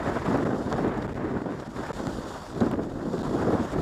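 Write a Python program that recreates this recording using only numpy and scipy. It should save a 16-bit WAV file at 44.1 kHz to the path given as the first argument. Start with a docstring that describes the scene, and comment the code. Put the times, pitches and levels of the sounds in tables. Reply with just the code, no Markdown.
"""A helmet camera glides down a snowy slope: lumpy, gusty wind opens over skis that hiss and crunch on snow.
Short housing knocks join in before half a second and longer ski crunches near one second; gusts pin the
capsule for milliseconds and the sound all but vanishes. The buffeting surges again after 2.6 s.
Wind is shaped noise with pressure pops, skis are shaped noise with sparse grains, and knocks and longer
crunches are noise bursts ringing the housing. One microphone feeds both channels."""
import sys
import numpy as np
from scipy import signal
from scipy.fft import rfft, irfft, next_fast_len
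from scipy.io import wavfile
from scipy.ndimage import uniform_filter1d, map_coordinates

SR = 44100
rng = np.random.default_rng(int(sys.argv[2]) if len(sys.argv) > 2 else 0)


def master_out(mix):
    """Clip the mix to full scale and print it as 16-bit PCM to the path in sys.argv[1]."""
    frames = np.transpose(np.atleast_2d(mix))
    ceiling = np.clip(frames, -1, 1)
    pcm = np.round(ceiling * 32767).astype(np.int16)
    wavfile.write(sys.argv[1], SR, pcm)


N = 168021


def amp(db):
    """Decibels to linear gain."""
    return 10 ** (np.asarray(db) / 20)


def unit(x):
    """Scale to rms 1."""
    return x / np.sqrt(np.mean(x ** 2) + 1e-20)


def curves(rows):
    """One straight-line envelope, sample by sample, for each column after the time."""
    times, *columns = np.transpose(rows)
    return [np.interp(np.arange(N) / SR, times, column) for column in columns]


def wobble(rate):
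    """A smooth random curve through `rate` random knots a second."""
    knots = rng.standard_normal(N // 50)
    return map_coordinates(knots, [np.arange(N) * rate / SR])


def filtered(x, response):
    """Multiply the spectrum by a response of frequency, zero-padded against wrap-around."""
    size = next_fast_len(N + SR // 2)
    spectrum = rfft(x, size) * response(np.fft.rfftfreq(size, 1 / SR))
    return irfft(spectrum, size)[..., :N]


def coloured(x, points):
    """Equalise with (Hz, dB) points joined on a log frequency axis."""
    f, db = np.transpose(points)
    return filtered(x, lambda hz: amp(np.interp(np.log(hz + 1), np.log(f + 1), db)))


def patchy(depth_db):
    """White noise whose gain varies in random patches of time and frequency."""
    spectrum = signal.stft(rng.standard_normal(N), nperseg=512)[2]
    field = uniform_filter1d(rng.standard_normal(spectrum.shape), size=6, axis=0)  # across frequency
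    field = uniform_filter1d(field, size=8, axis=1)  # across time
    noise = signal.istft(spectrum * amp(depth_db * unit(field)), nperseg=512)[1]
    return unit(noise[:N])


LOW_CUT_HZ = 93.4


def low_cut(hz):
    """Second-order high-pass of the input stage."""
    s = 1j * hz / LOW_CUT_HZ
    return s * s / (s * s + np.sqrt(2) * s + 1)


def in_band(x, lo, hi):
    """Scale so that rms 1 is left between lo and hi Hz after the low cut."""
    heard = filtered(x, lambda hz: low_cut(hz) * (hz > lo) * (hz < hi))
    return x / np.std(heard)


# Gust envelope. Each row: time in seconds, buffeting level in dB, rush level in dB.
WIND_LEVELS = [(0.0, -36, -35.5), (0.07, -33, -35.5), (0.09, -28, -27), (0.14, -34.5, -37.5),
               (0.17, -26, -29.5), (0.19, -40, -42.5), (0.24, -34.5, -36.5), (0.29, -23.5, -29),
               (0.35, -23, -31), (0.42, -26.5, -35), (0.5, -27, -38), (0.58, -30.5, -41),
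               (0.64, -33.5, -41.5), (0.69, -26, -37.5), (0.71, -33, -37.5), (0.73, -29.5, -27.5),
               (0.74, -31, -43.5), (0.78, -29.5, -33), (0.82, -25, -40), (0.84, -23.5, -34.5),
               (0.95, -33.5, -38), (1.0, -30.5, -36), (1.11, -36.5, -43.5), (1.15, -35.5, -55),
               (1.18, -31, -40), (1.36, -29, -37), (1.43, -36.5, -47.5), (1.47, -28.5, -38),
               (1.54, -37.5, -46), (1.6, -36.5, -43.5), (1.655, -45.5, -45), (1.68, -39, -48),
               (1.71, -45, -43), (1.75, -45.5, -44.5), (1.79, -29.5, -37.5), (1.84, -41.5, -38),
               (1.87, -44, -43.5), (1.91, -31, -36.5), (1.92, -56, -45), (1.94, -42, -46.5),
               (2.0, -33, -40), (2.29, -35, -43), (2.37, -46, -40), (2.49, -41.5, -46), (2.6, -31.5, -41.5),
               (2.62, -16.5, -31), (2.66, -30, -41), (2.67, -20, -32.5), (2.68, -34, -44.5),
               (2.75, -26, -37.5), (2.77, -39, -50.5), (2.79, -25.5, -37), (2.81, -33.5, -44),
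               (2.85, -31.5, -45), (2.88, -33.5, -50), (2.89, -37.5, -50), (2.97, -32, -46),
               (3.01, -36, -41.5), (3.05, -27.5, -42), (3.08, -32, -46), (3.12, -30, -44),
               (3.14, -23.5, -40), (3.16, -30, -44), (3.26, -32.5, -37.5), (3.3, -29, -39),
               (3.36, -26.5, -40), (3.42, -28.5, -33), (3.48, -22, -35.5), (3.53, -23.5, -35.5),
               (3.55, -22, -38.5), (3.58, -33.5, -35), (3.61, -21.5, -39), (3.63, -28, -33.5),
               (3.7, -39.5, -39), (3.76, -26, -37), (3.81, -27.5, -40)]
# Slower wind envelope. Each row: time in seconds, rumble level in dB, level of the rush's upper edge in dB.
SLOW_LEVELS = [(0.0, -42, -51), (0.27, -42.5, -53), (0.4, -43, -53), (0.58, -52, -71), (0.88, -43.5, -49.5),
               (1.0, -42, -57.5), (1.3, -46, -54), (1.43, -51, -66), (1.51, -52, -59), (1.68, -52, -66),
               (1.88, -44.5, -54), (2.08, -42.5, -65.5), (2.46, -53, -65), (2.75, -41, -64),
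               (3.08, -49, -79), (3.3, -44.5, -70), (3.59, -53, -57.5), (3.81, -34.5, -57.5)]
# Tone of the deep rumble. Each row: frequency in Hz, relative density in dB per Hz.
RUMBLE_TONE = [(15, -18), (30, 10), (60, 1.5), (100, -7), (160, -7), (300, -66)]
# Tone of the turbulent lumps. Each row: frequency in Hz, relative density in dB per Hz.
BUFFET_TONE = [(30, -37), (70, -1), (110, 0), (170, 2), (245, 4.5), (400, 0.5), (700, -10), (1500, -46),
               (3000, -94)]
# Tone of the rush above them. Each row: frequency in Hz, relative density in dB per Hz.
RUSH_TONE = [(100, -13), (300, -11.5), (600, 1.5), (1000, 0), (1500, -4), (1900, -13), (2300, -23),
             (3500, -29), (8000, -63)]
# Tone of the rush's upper edge. Each row: frequency in Hz, relative density in dB per Hz.
EDGE_TONE = [(1200, -8), (1800, 9.5), (2200, 2), (2800, -7), (4000, -15), (8000, -60)]
# The small pops' sizes spread evenly over this many dB; the share is of the power.
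SMALL_POPS_PER_S, SMALL_POP_SPREAD_DB, SMALL_POP_SHARE = 400, 8, .12


def wind(buffet_swing_db, rush_swing_db):
    """Deep rumble, lumps of turbulence and rush, with small one-sided pops through all but the rumble."""
    buffet_db, rush_db = curves(WIND_LEVELS)
    rumble_db, edge_db = curves(SLOW_LEVELS)
    draw = rng.random((2, N))
    hits = draw[0] < SMALL_POPS_PER_S / SR
    small_pops = unit(hits * amp(SMALL_POP_SPREAD_DB * draw[1]))

    def eddy():
        """Fresh turbulent noise carrying the same small pops each time."""
        return np.sqrt(1 - SMALL_POP_SHARE) * patchy(depth_db=1) + np.sqrt(SMALL_POP_SHARE) * small_pops

    rumble = in_band(coloured(patchy(depth_db=1.5), RUMBLE_TONE), 25, 90)
    buffet = in_band(amp(buffet_swing_db) * coloured(eddy(), BUFFET_TONE), 100, 500)
    rush = in_band(amp(rush_swing_db) * coloured(eddy(), RUSH_TONE), 600, 1800)
    edge = in_band(amp(rush_swing_db) * coloured(eddy(), EDGE_TONE), 1900, 2700)
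    low = amp(rumble_db) * rumble + amp(buffet_db) * buffet
    return low + amp(rush_db) * rush + amp(edge_db) * edge


# The sharpest pressure pops of wind on the port. Each row: time in seconds, peak in dB before the low cut.
POP_HITS = [(.0884, -15), (.0988, -15), (.1249, -19), (.1574, -18), (.1659, -15), (.2834, -16),
            (.7273, -18), (.741, -18), (.7552, -18), (.7923, -16), (1.3728, -20), (1.4807, -20),
            (1.5233, -24), (2.0707, -19), (2.5676, -22), (2.6151, -13), (2.6749, -16), (2.7143, -19),
            (2.7979, -19), (3.0661, -21), (3.0882, -22), (3.3304, -20), (3.5071, -14), (3.5493, -13),
            (3.6412, -21)]
POP_WIDTH_S = .00027  # standard deviation of the bell


def pops():
    """Each pop is one brief bell-shaped push of pressure."""
    t = np.arange(N) / SR
    return sum(amp(db) * np.exp(-.5 * ((t - s) / POP_WIDTH_S) ** 2) for s, db in POP_HITS)


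# Ski envelope. Each row: time in seconds, scrape level in dB.
SKI_LEVELS = [(0, -56), (.08, -53.5), (.25, -55), (.30, -50.5), (.53, -58), (.70, -53), (.85, -56),
              (.95, -63), (1.01, -59.5), (1.10, -61.5), (1.30, -61), (1.44, -62.5), (1.53, -61),
              (1.58, -60), (1.61, -56.5), (1.64, -61), (1.658, -58), (1.685, -66), (1.705, -55.5),
              (1.735, -56.5), (1.77, -52), (1.90, -53), (2.0, -50), (2.19, -52.5), (2.32, -52), (2.48, -52),
              (2.53, -56.5), (2.60, -52.5), (2.70, -56.5), (2.79, -65.5), (2.84, -58), (2.96, -59.5),
              (3.05, -58.5), (3.18, -52.5), (3.27, -52.5), (3.5, -53.5), (3.66, -52.5), (3.81, -53)]
# Tone of the scrape through the housing. Each row: frequency in Hz, relative density in dB per Hz.
SCRAPE_TONE = [(800, -3.5), (2000, -48), (2500, -4.5), (3200, 0), (3700, 3), (3950, -2.5), (4560, 1),
               (5700, -2.5), (6250, -6.5), (6900, -1), (8000, -5.5), (8700, -11.5), (11300, -13),
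               (12200, -21), (15400, -19.5)]
# Uneven snow under the skis. Each row: changes per second, swing in dB.
CRUNCH_SWINGS = [(25, -1), (60, 1), (200, 0.5)]
# Grain sizes reach above the smallest by this many dB on average; the share is of the power.
GRAINS_PER_S, GRAIN_SPREAD_DB, GRAIN_SHARE = 2500, 1.8, 0.25


def skis(swing_db):
    """Hiss plus single snow grains breaking, pulsing with the uneven surface."""
    level_db, = curves(SKI_LEVELS)
    draw = rng.random((3, N))
    hits = draw[0] < GRAINS_PER_S / SR
    polarity = np.sign(draw[1] - .5)
    grains = hits * polarity * amp(-GRAIN_SPREAD_DB * np.log(draw[2] + 1e-9))
    raw = np.sqrt(1 - GRAIN_SHARE) * patchy(depth_db=1.5) + np.sqrt(GRAIN_SHARE) * unit(grains)
    uneven_db = swing_db + sum(db * wobble(rate) for rate, db in CRUNCH_SWINGS)
    scrape = coloured(amp(uneven_db) * raw, SCRAPE_TONE)
    return amp(level_db) * in_band(scrape, 2800, 9000)


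# Short knocks on the housing and longer crunches of the skis heard through it. Each row: start in seconds,
# burst length in seconds, then the peak in dB before the low cut for each resonance from low to high.
HOUSING_HITS = [(.3735, .002, -30, -43, -52, -51, -54, -51), (.7258, .0025, -21, -48, -34, -39, -38, -54),
                (.940, .004, -48, -56, -50, -56, -62, -72), (.970, .018, -45, -55, -52, -56, -55, -64),
                (1.019, .012, -40, -49, -44, -51, -57, -68), (1.520, .004, -33, -45, -58, -62, -64, -74),
                (1.596, .012, -39, -51, -50, -53, -56, -70), (2.0690, .0025, -28, -42, -38, -46, -38, -50),
                (2.285, .015, -46, -52, -46, -49, -53, -64), (2.548, .004, -44, -54, -49, -56, -60, -70),
                (2.6047, .003, -38, -45, -35, -48, -43, -60), (2.6095, .003, -36, -48, -41, -44, -52, -60),
                (2.7132, .0018, -34, -40, -48, -58, -47, -47), (2.7345, .003, -40, -39, -58, -62, -64, -72),
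                (2.755, .004, -42, -51, -58, -64, -66, -74), (2.832, .008, -46, -56, -52, -54, -58, -70),
                (3.128, .012, -45, -55, -49, -52, -54, -64), (3.180, .003, -40, -46, -46, -51, -55, -64),
                (3.188, .008, -42, -52, -48, -50, -51, -61)]
# Resonances of the housing. Each row: centre in Hz, width in Hz.
CASE_MODES = [(1250, 900), (2500, 900), (3750, 900), (5300, 1300), (7300, 1700), (11000, 5500)]


def knocks_and_crunches():
    """A short or longer noise burst rings every resonance of the housing, each with its own strength."""
    out, t = np.zeros(N + SR), np.arange(SR // 20) / SR
    for start, length, *peaks_db in HOUSING_HITS:
        u = t / length
        burst = u * np.exp(-4 * u * u) * rng.standard_normal(len(t))
        for (hz, width_hz), db in zip(CASE_MODES, peaks_db):
            edges = [hz - width_hz / 2, hz + width_hz / 2]
            mode = signal.butter(3, edges, "band", fs=SR, output="sos")
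            ring = signal.sosfilt(mode, burst)
            # peak estimated from the loudest millisecond
            peak = np.sqrt(2 * uniform_filter1d(ring ** 2, size=SR // 1000).max())
            out[round(start * SR):][:len(t)] += amp(db) * ring / peak
    return out[:N]


# Swings shared by the layers. Each row: changes per second, buffeting swing in dB, rush swing in dB,
# scrape swing in dB.
EDDY_SWINGS = [(40, .3, .4, .3), (80, .8, 1.3, .5), (150, 1.1, 1.7, .5)]


def scene():
    """Eddies shake buffeting, rush and scrape together; pops, knocks and longer crunches land on top."""
    swings = sum(np.outer(depths, wobble(rate)) for rate, *depths in EDDY_SWINGS)
    mono = wind(swings[0], swings[1]) + pops() + skis(swings[2]) + knocks_and_crunches()
    return np.array([mono, mono])


# Moments when a gust pins the capsule. Each row: start in seconds, length in seconds.
PINNED_SPANS = [(.4435, .0062), (.7558, .0032), (1.0700, .0078), (1.0850, .0015), (1.1348, .0072),
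                (1.1485, .0035), (1.1858, .0012), (1.2655, .002), (1.9195, .0108), (2.0460, .003),
                (2.0722, .0033), (3.1850, .0025), (3.2232, .0063)]
LEAK_DB = -26  # capsule movement left while pinned
TOP_HZ = 15450


def record(dry):
    """While pinned the capsule hardly moves; the low cut lets the held pressure sag towards zero."""
    n = np.arange(N)
    held = sum(np.clip(np.minimum(n - s * SR, (s + length) * SR - n), 0, 1) for s, length in PINNED_SPANS)
    movement = np.diff(dry, prepend=0) * np.maximum(1 - held, amp(LEAK_DB))
    capsule = np.cumsum(movement, axis=1)
    capsule = capsule - np.linspace(0, 1, N) * capsule[:, -1:]  # straight drift removed, so it ends at zero
    return filtered(capsule, lambda hz: low_cut(hz) * (hz < TOP_HZ))


dry = scene()
out = record(dry)
master_out(out)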